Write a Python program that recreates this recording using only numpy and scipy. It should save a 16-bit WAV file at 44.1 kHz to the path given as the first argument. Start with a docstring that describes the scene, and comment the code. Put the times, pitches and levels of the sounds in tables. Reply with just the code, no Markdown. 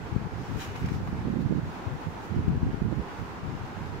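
"""Searching a jacket beside a fan

A heavy cloth jacket is turned over by hand, close to a small stereo microphone. Stick-slip friction
makes it slide and crease softly, and its metal fittings give one brief jingle. A fan roars steadily;
its turbulent draught buffets the two microphone ports in turn with low, lumpy gusts, under which
the gain sinks a little."""
import sys
import numpy as np
from scipy import signal
from scipy.fft import rfft, irfft
from scipy.io import wavfile
from scipy.ndimage import uniform_filter1d

SR = 44100
rng = np.random.default_rng(int(sys.argv[2]) if len(sys.argv) > 2 else 0)


def output_pcm(signal):
    """Save a mono or channel-first signal as 16-bit PCM at the path in sys.argv[1].

    Samples are clipped to [-1, 1] before scaling.
    """
    pcm = np.clip(np.atleast_2d(signal).T, -1, 1) * 32767
    wavfile.write(sys.argv[1], SR, np.round(pcm).astype(np.int16))


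N = 176400

# Cloth sliding on cloth: centre t/s, half-height width/s, level/dB, tilt/(dB/octave), emphasised f/Hz
SLIDES = [(0.12, 0.12, -47.5, -5, 895), (0.427, 0.11, -53.5, -2, 5170), (0.54, 0.11, -52.5, -1, 1700),
          (0.626, 0.069, -42.5, 0, 1800), (0.703, 0.096, -48.5, -2.5, 1700),
          (0.769, 0.028, -49, -3.5, 2000), (0.804, .06, -56, 2, 1800), (0.852, 0.08, -47.5, -5, 2200),
          (0.94, 0.082, -52, 0, 5200), (1.086, 0.13, -63, 3, 4000), (1.415, 0.032, -55, 0, 4500),
          (1.72, 0.2, -64, 3, 4000), (1.787, 0.2, -46, -7.5, 880), (2.035, 0.065, -41.5, -11, 900),
          (2.07, 0.25, -65, 3, 2000), (2.185, 0.13, -45.5, -12.5, 850), (2.249, 0.052, -60, 3, 1900),
          (2.36, 0.22, -50, -5, 1390), (3.104, 0.14, -48.5, -7.5, 850), (3.19, 0.15, -65.5, 5, 4500),
          (3.318, 0.2, -49.5, -8.5, 1000), (3.69, 0.85, -52, -5, 900), (3.84, .2, -68, 0, 2000)]
# Creases that snap: t/s, level/dB, tilt/(dB/octave), emphasised f/Hz
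CREASES = [(.757, -46, -2, 3400), (0.859, -49.5, 2, 4800), (.886, -40, -5, 1900), (1.074, -38.5, -8, 1150),
           (2.483, -48, -1.5, 3800), (2.563, -59, 2, 5000), (3.442, -45, -10, 950)]
# Friction spectrum: f/Hz, relative level/dB
CLOTH_SPECTRUM = [(200, -32), (700, -5.5), (1300, 0.5), (1800, -6.5), (2400, -2), (3100, -6), (4200, -9.5),
                  (6800, -10.5), (8500, -19), (11000, -20.5), (15500, -20.5)]
# Stereo balance of the friction: f/Hz, left minus right level/dB
CLOTH_BALANCE = [(500, -3), (3000, 1.5), (7500, -3), (10000, 4.5), (15000, 11)]
def cloth(slips_per_s=9000, crease_decay_s=.0076, emphasis_db=5, emphasis_octaves=.44):
    """Stick-slip friction: fibres catch and let go, swelling in a slide, dying at once in a crease."""
    t, hz = np.arange(N) / SR, np.fft.rfftfreq(N, 1 / SR)
    fibres = rfft(np.array([impulses(slips_per_s, spread_db=1.5) for _ in range(2)]))
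    fibres *= amp(curve(CLOTH_SPECTRUM, hz) + curve(CLOTH_BALANCE, hz) * np.array([[.5], [-.5]]))
    octaves = np.log2(np.maximum(hz, 800))
    moves = [(bell(t - s, width, squareness=1.94), *voice) for s, width, *voice in SLIDES]
    moves += [((t > s) * np.exp(-abs(t - s) / crease_decay_s), *voice) for s, *voice in CREASES]
    out = np.zeros((2, N))
    for envelope, db, tilt, emphasis_hz in moves:
        peak = bell(np.log2((hz + 1) / emphasis_hz), emphasis_octaves)
        friction = irfft(fibres * amp(tilt * octaves + emphasis_db * peak), N)
        out += envelope * amp(db) * unit(friction)
    return out


# Modes of the metal fittings: f/Hz, relative level/dB, T60/s
FITTING_MODES = [(1728, 1, .1), (2891, -8, .62), (3090, 2, .06), (3790, -1, .04), (3973, -3, .1),
                 (5778, -7, .12), (6800, -7, .05), (7263, -9, .12)]
# Impacts as the jacket swings over: t/s, level/dB
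CLINKS = [(.596, -52), (0.603, -52), (.609, -48), (.618, -49), (.632, -55), (.649, -51)]
def metal_fittings(rubbing, coupling_db=-29, spread_db=3.5):
    """Modal resonance: rubbing drives the damped modes faintly, and impacts set them ringing freely."""
    t = np.arange(SR // 2) / SR
    hz, db, t60 = np.transpose(FITTING_MODES)[:, :, None]
    decay, angle = amp(db - 60 * t / t60), 2 * np.pi * hz * t
    response = (decay * np.sin(angle)).sum(0)
    response *= amp(coupling_db) / np.linalg.norm(response)
    out = signal.oaconvolve(rubbing, response[None], axes=1)[:, :N]
    for s, level_db in CLINKS:  # each impact favours different modes
        weights = amp(level_db + spread_db * rng.standard_normal((2, len(hz), 1)))
        phase = 2 * np.pi * rng.random((2, len(hz), 1))
        start = round(s * SR)
        out[:, start:start + len(t)] += (weights * decay * np.sin(angle + phase)).sum(1)
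    return out


# Colouring of the eddy pressure: f/Hz, relative gain/dB
EDDY_TONE = [(20, -32), (50, -5.5), (100, 1), (200, 2), (350, 0), (600, -9), (1200, 9), (4000, -30)]
def turbulence(eddies_per_s=650, eddy_s=.0019, steady_s=.041, steadiness=.64):
    """Superposition: pressure pulses from eddies of many sizes add up to a rumble of rms 1."""
    lag = np.arange(-512, 513) / SR
    widths = eddy_s * np.exp(.26 * np.linspace(-2, 2, 7))
    pressure = np.zeros(N)
    for width in widths:
        arrivals = impulses(eddies_per_s / len(widths), spread_db=2)
        pressure += signal.oaconvolve(arrivals, bell(lag, width), "same")
    flow = colour(port(pressure), EDDY_TONE)
    window = bell((np.arange(SR // 4) - SR // 8) / SR, steady_s)
    strength = np.sqrt(signal.oaconvolve(flow ** 2, window, "same"))
    flutter = amp(drift(rate_hz=33))  # 1 dB rms
    return unit(flow / strength ** steadiness * flutter)  # the division partly evens out the strength


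# Gusts: start t/s, end t/s, coarse-eddy level/dB, fine re coarse level/dB, port (0 left, 1 right)
GUSTS = [(0, 0.12, -51, -5.0, 0), (0.012, 0.07, -35.5, -19, 1), (0.117, 0.274, -28.5, -9, 0),
         (0.325, 0.437, -30.5, -15, 1), (0.489, 0.588, -28.5, -8, 0), (0.496, 0.787, -40, -23, 1),
         (0.664, 0.802, -35, -23, 0), (0.814, 0.898, -29, -7, 1), (0.939, 1.1, -31.5, -7, 1),
         (1.127, 1.244, -30, -5.5, 1), (0.812, 1.02, -29.5, -4.5, 0), (1.055, 1.71, -34.5, -6, 0),
         (1.253, 1.313, -25, 2, 1), (1.327, 1.473, -27.5, 4.5, 1), (1.499, 1.596, -25, 4.5, 1),
         (1.592, 1.702, -33.5, -2, 1), (1.862, 1.964, -29, -15, 0), (2.063, 2.105, -28.5, -20, 1),
         (2.308, 2.411, -24.5, -3, 1), (2.367, 2.462, -27.5, -6, 0), (2.422, 2.46, -30.5, -3, 1),
         (2.46, 2.582, -27.5, -1.5, 1), (2.474, 2.573, -24.5, -0.5, 0), (2.593, 2.688, -26, -15, 0),
         (2.622, 2.707, -26, -0.5, 1), (2.713, 2.888, -34, -4.5, 0), (2.838, 2.947, -26, 0.5, 1),
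         (2.96, 3.015, -25, -10, 1), (3.198, 3.233, -26, -10, 1), (3.435, 3.571, -29, -7.5, 0),
         (3.613, 3.66, -31, -8, 0), (3.757, 3.986, -32.5, -12, 1)]
# Single strong eddies: t/s, incident peak level/dB, width/s, sign (1 push, -1 suction), port
THUMPS = [(0.1632, -8.5, 0.0018, 1, 0), (0.1661, -11, 0.0032, -1, 0), (0.561, -12.5, 0.0022, 1, 0),
          (0.8255, -19.5, 0.0049, -1, 1), (0.8459, -15, 0.0022, 1, 1), (0.8542, -19, 0.0032, -1, 0),
          (0.9195, -12, 0.0017, 1, 0), (0.9663, -19, 0.002, 1, 0), (1.089, -19, 0.0025, 1, 1),
          (1.129, -14.5, 0.0018, 1, 1), (1.2834, -16, 0.0012, 1, 1), (1.3703, -14.5, 0.0016, 1, 1),
          (1.459, -10, 0.0026, 1, 1), (1.525, -8.5, 0.0012, -1, 1), (1.55, -18, 0.0024, 1, 1),
          (2.3659, -12.5, 0.0019, -1, 1), (2.3922, -8, 0.0018, 1, 1), (2.4813, -5.5, 0.002, 1, 0),
          (2.4939, -10, 0.0036, 1, 0), (2.505, -8, 0.0026, 1, 0), (2.5123, -18.5, 0.002, -1, 1),
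          (2.5763, -10, 0.0026, 1, 0), (2.6314, -6.5, 0.0022, 1, 0), (2.6677, -13.5, 0.0016, 1, 0),
          (2.6915, -15, 0.0021, -1, 1), (2.7336, -16, 0.0022, -1, 0), (2.744, -10, 0.0016, 1, 0),
          (2.8191, -8.5, 0.002, 1, 1), (2.8241, -9, 0.0021, 1, 1), (2.8534, -13, 0.0023, 1, 1),
          (2.8631, -20, 0.002, 1, 1), (2.9259, -10, 0.0012, 1, 1), (2.997, -13.5, 0.0021, 1, 1)]
def draught(lull_db=-43.5, edge_s=.014, crossover_hz=186):
    """Wind noise: turbulent pressure on each port grows in the gusts, and a few strong eddies thump."""
    t, out = np.arange(N) / SR, np.zeros((2, N))
    for side in range(2):
        power = np.full((2, N), amp(lull_db) ** 2)  # rows: coarse, fine
        for start, end, db, fine_db, gust_side in GUSTS:
            if gust_side == side:
                envelope = np.clip(np.minimum(t - start, end - t) / edge_s + .5, 0, 1)
                power += amp([[db], [db + fine_db]]) ** 2 * envelope
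        coarse_gain, fine_gain = np.sqrt(power)
        flow = turbulence()
        coarse = signal.filtfilt(*signal.butter(3, crossover_hz, fs=SR), flow)
        out[side] = coarse_gain * coarse + fine_gain * (flow - coarse)
    for s, db, width, sign, side in THUMPS:
        out[round(side)] += port(sign * amp(db) * bell(t - s, width))
    return out


def port(pressure, cutoff_hz=54.7):
    """High-pass response: a port passes little deep bass, so each push is followed by a rebound."""
    return signal.lfilter(*signal.butter(2, cutoff_hz, "high", fs=SR), pressure)


# The fan in the room: f/Hz, relative spectral density level/dB
FAN_SPECTRUM = [(20, -9), (60, 2.5), (130, -4.5), (300, 0.5), (430, 0), (600, -7.5), (770, -2.5), (980, -3),
                (1150, -7.5), (1450, -7), (2000, -13), (3200, -21.5), (5000, -26.5), (7200, -32),
                (8800, -39), (15500, -41.5)]
# Likeness of the roar at the two ports: f/Hz, correlation coefficient
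FAN_CORRELATION = [(60, 0.53), (130, 0.86), (290, 1), (640, 0.46), (1400, 0.0013), (3100, 0), (15000, 0)]
def fan(level_db=-41.5, right_bias_db=1.4, patch_db=.7, swell_db=.5):
    """Aerodynamic noise: moving air roars steadily, coherent at both ports in the low middle range."""
    frames, hz = N // 256 + 5, np.fft.rfftfreq(1024, 1 / SR)
    a, b, c, d, patches = rng.standard_normal((frames, len(hz), 5)).T
    left, independent = a + 1j * b, c + 1j * d
    correlation = curve(FAN_CORRELATION, hz)[:, None]
    right = correlation * left + np.sqrt(1 - correlation ** 2) * independent
    for axis in (0, 1):  # the level drifts in patches of frequency and time
        patches = uniform_filter1d(patches, size=12, axis=axis)
    spectra = np.array([left, right]) * amp(curve(FAN_SPECTRUM, hz)[:, None] + patch_db * unit(patches))
    roar = unit(signal.istft(spectra, nperseg=1024, noverlap=768)[1][:, :N])
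    return roar * amp(level_db + swell_db * drift(rate_hz=12) + right_bias_db * np.array([[-.5], [.5]]))


def room(x, level_db=-18.5, t60_s=.24):
    """Reverberation: diffuse reflections decay exponentially in a small furnished room."""
    t = np.arange(SR // 2) / SR
    tail = rng.standard_normal((2, len(t))) * amp(-60 * t / t60_s) * (t > .004)
    return amp(level_db) * signal.oaconvolve(x, tail / np.linalg.norm(tail[0]), axes=1)[:, :N]


def amp(db):
    """Amplitude ratio of a level in decibels."""
    return 10 ** (np.asarray(db) / 20)


def unit(x):
    """Normalisation to rms 1."""
    return x / np.sqrt(np.mean(x ** 2) + 1e-20)


def curve(points, hz):
    """Interpolation of a table on a logarithmic frequency axis."""
    f, value = np.transpose(points)
    return np.interp(np.log(hz + 1), np.log(f + 1), value)


def colour(x, points):
    """Zero-phase filtering by a table of f/Hz, gain/dB."""
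    return irfft(rfft(x) * amp(curve(points, np.fft.rfftfreq(N, 1 / SR))), N)


def drift(rate_hz):
    """Band-limited noise: a slow wander of rms 1."""
    passband = np.fft.rfftfreq(N, 1 / SR) < rate_hz
    return unit(irfft(rfft(rng.standard_normal(N)) * passband, N))


def impulses(per_s, spread_db):
    """Poisson process: independent clicks of uneven size and either sign."""
    size = amp(spread_db * np.minimum(rng.exponential(1, N), 4))
    return size * rng.choice([-1, 1], N) * (rng.random(N) < per_s / SR)


def bell(x, width, squareness=2):
    """Generalised Gaussian of height 1 and the given full width at half height."""
    return .5 ** (abs(2 * x / width) ** squareness)


def scene():
    """Superposition: the jacket, its reverberation, the fan and the draught add at the microphone."""
    rubbing = cloth()
    jacket = rubbing + metal_fittings(rubbing)
    return jacket + room(jacket) + fan() + draught()


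def record(dry, threshold_db=-29.5, cut_db_per_db=.2, release_db_per_s=34, cutoff_hz=15750):
    """Compression and band limiting: the gain sinks under the gusts, then a low-pass trims the top."""
    power = uniform_filter1d((dry ** 2).mean(0), size=5000)
    level_db = 10 * np.log10(abs(power) + 1e-12)
    release_db = np.arange(N) * release_db_per_s / SR
    held_db = np.maximum.accumulate(level_db + release_db) - release_db  # peaks, falling back steadily
    excess_db = np.maximum(held_db - threshold_db, 0)
    ducked = dry * amp(-cut_db_per_db * uniform_filter1d(excess_db, size=2500))
    lowpass = signal.firwin(1023, cutoff_hz, window=("kaiser", 9), fs=SR)
    return signal.oaconvolve(ducked, lowpass[None], "same")


dry = scene()
out = record(dry)
output_pcm(out)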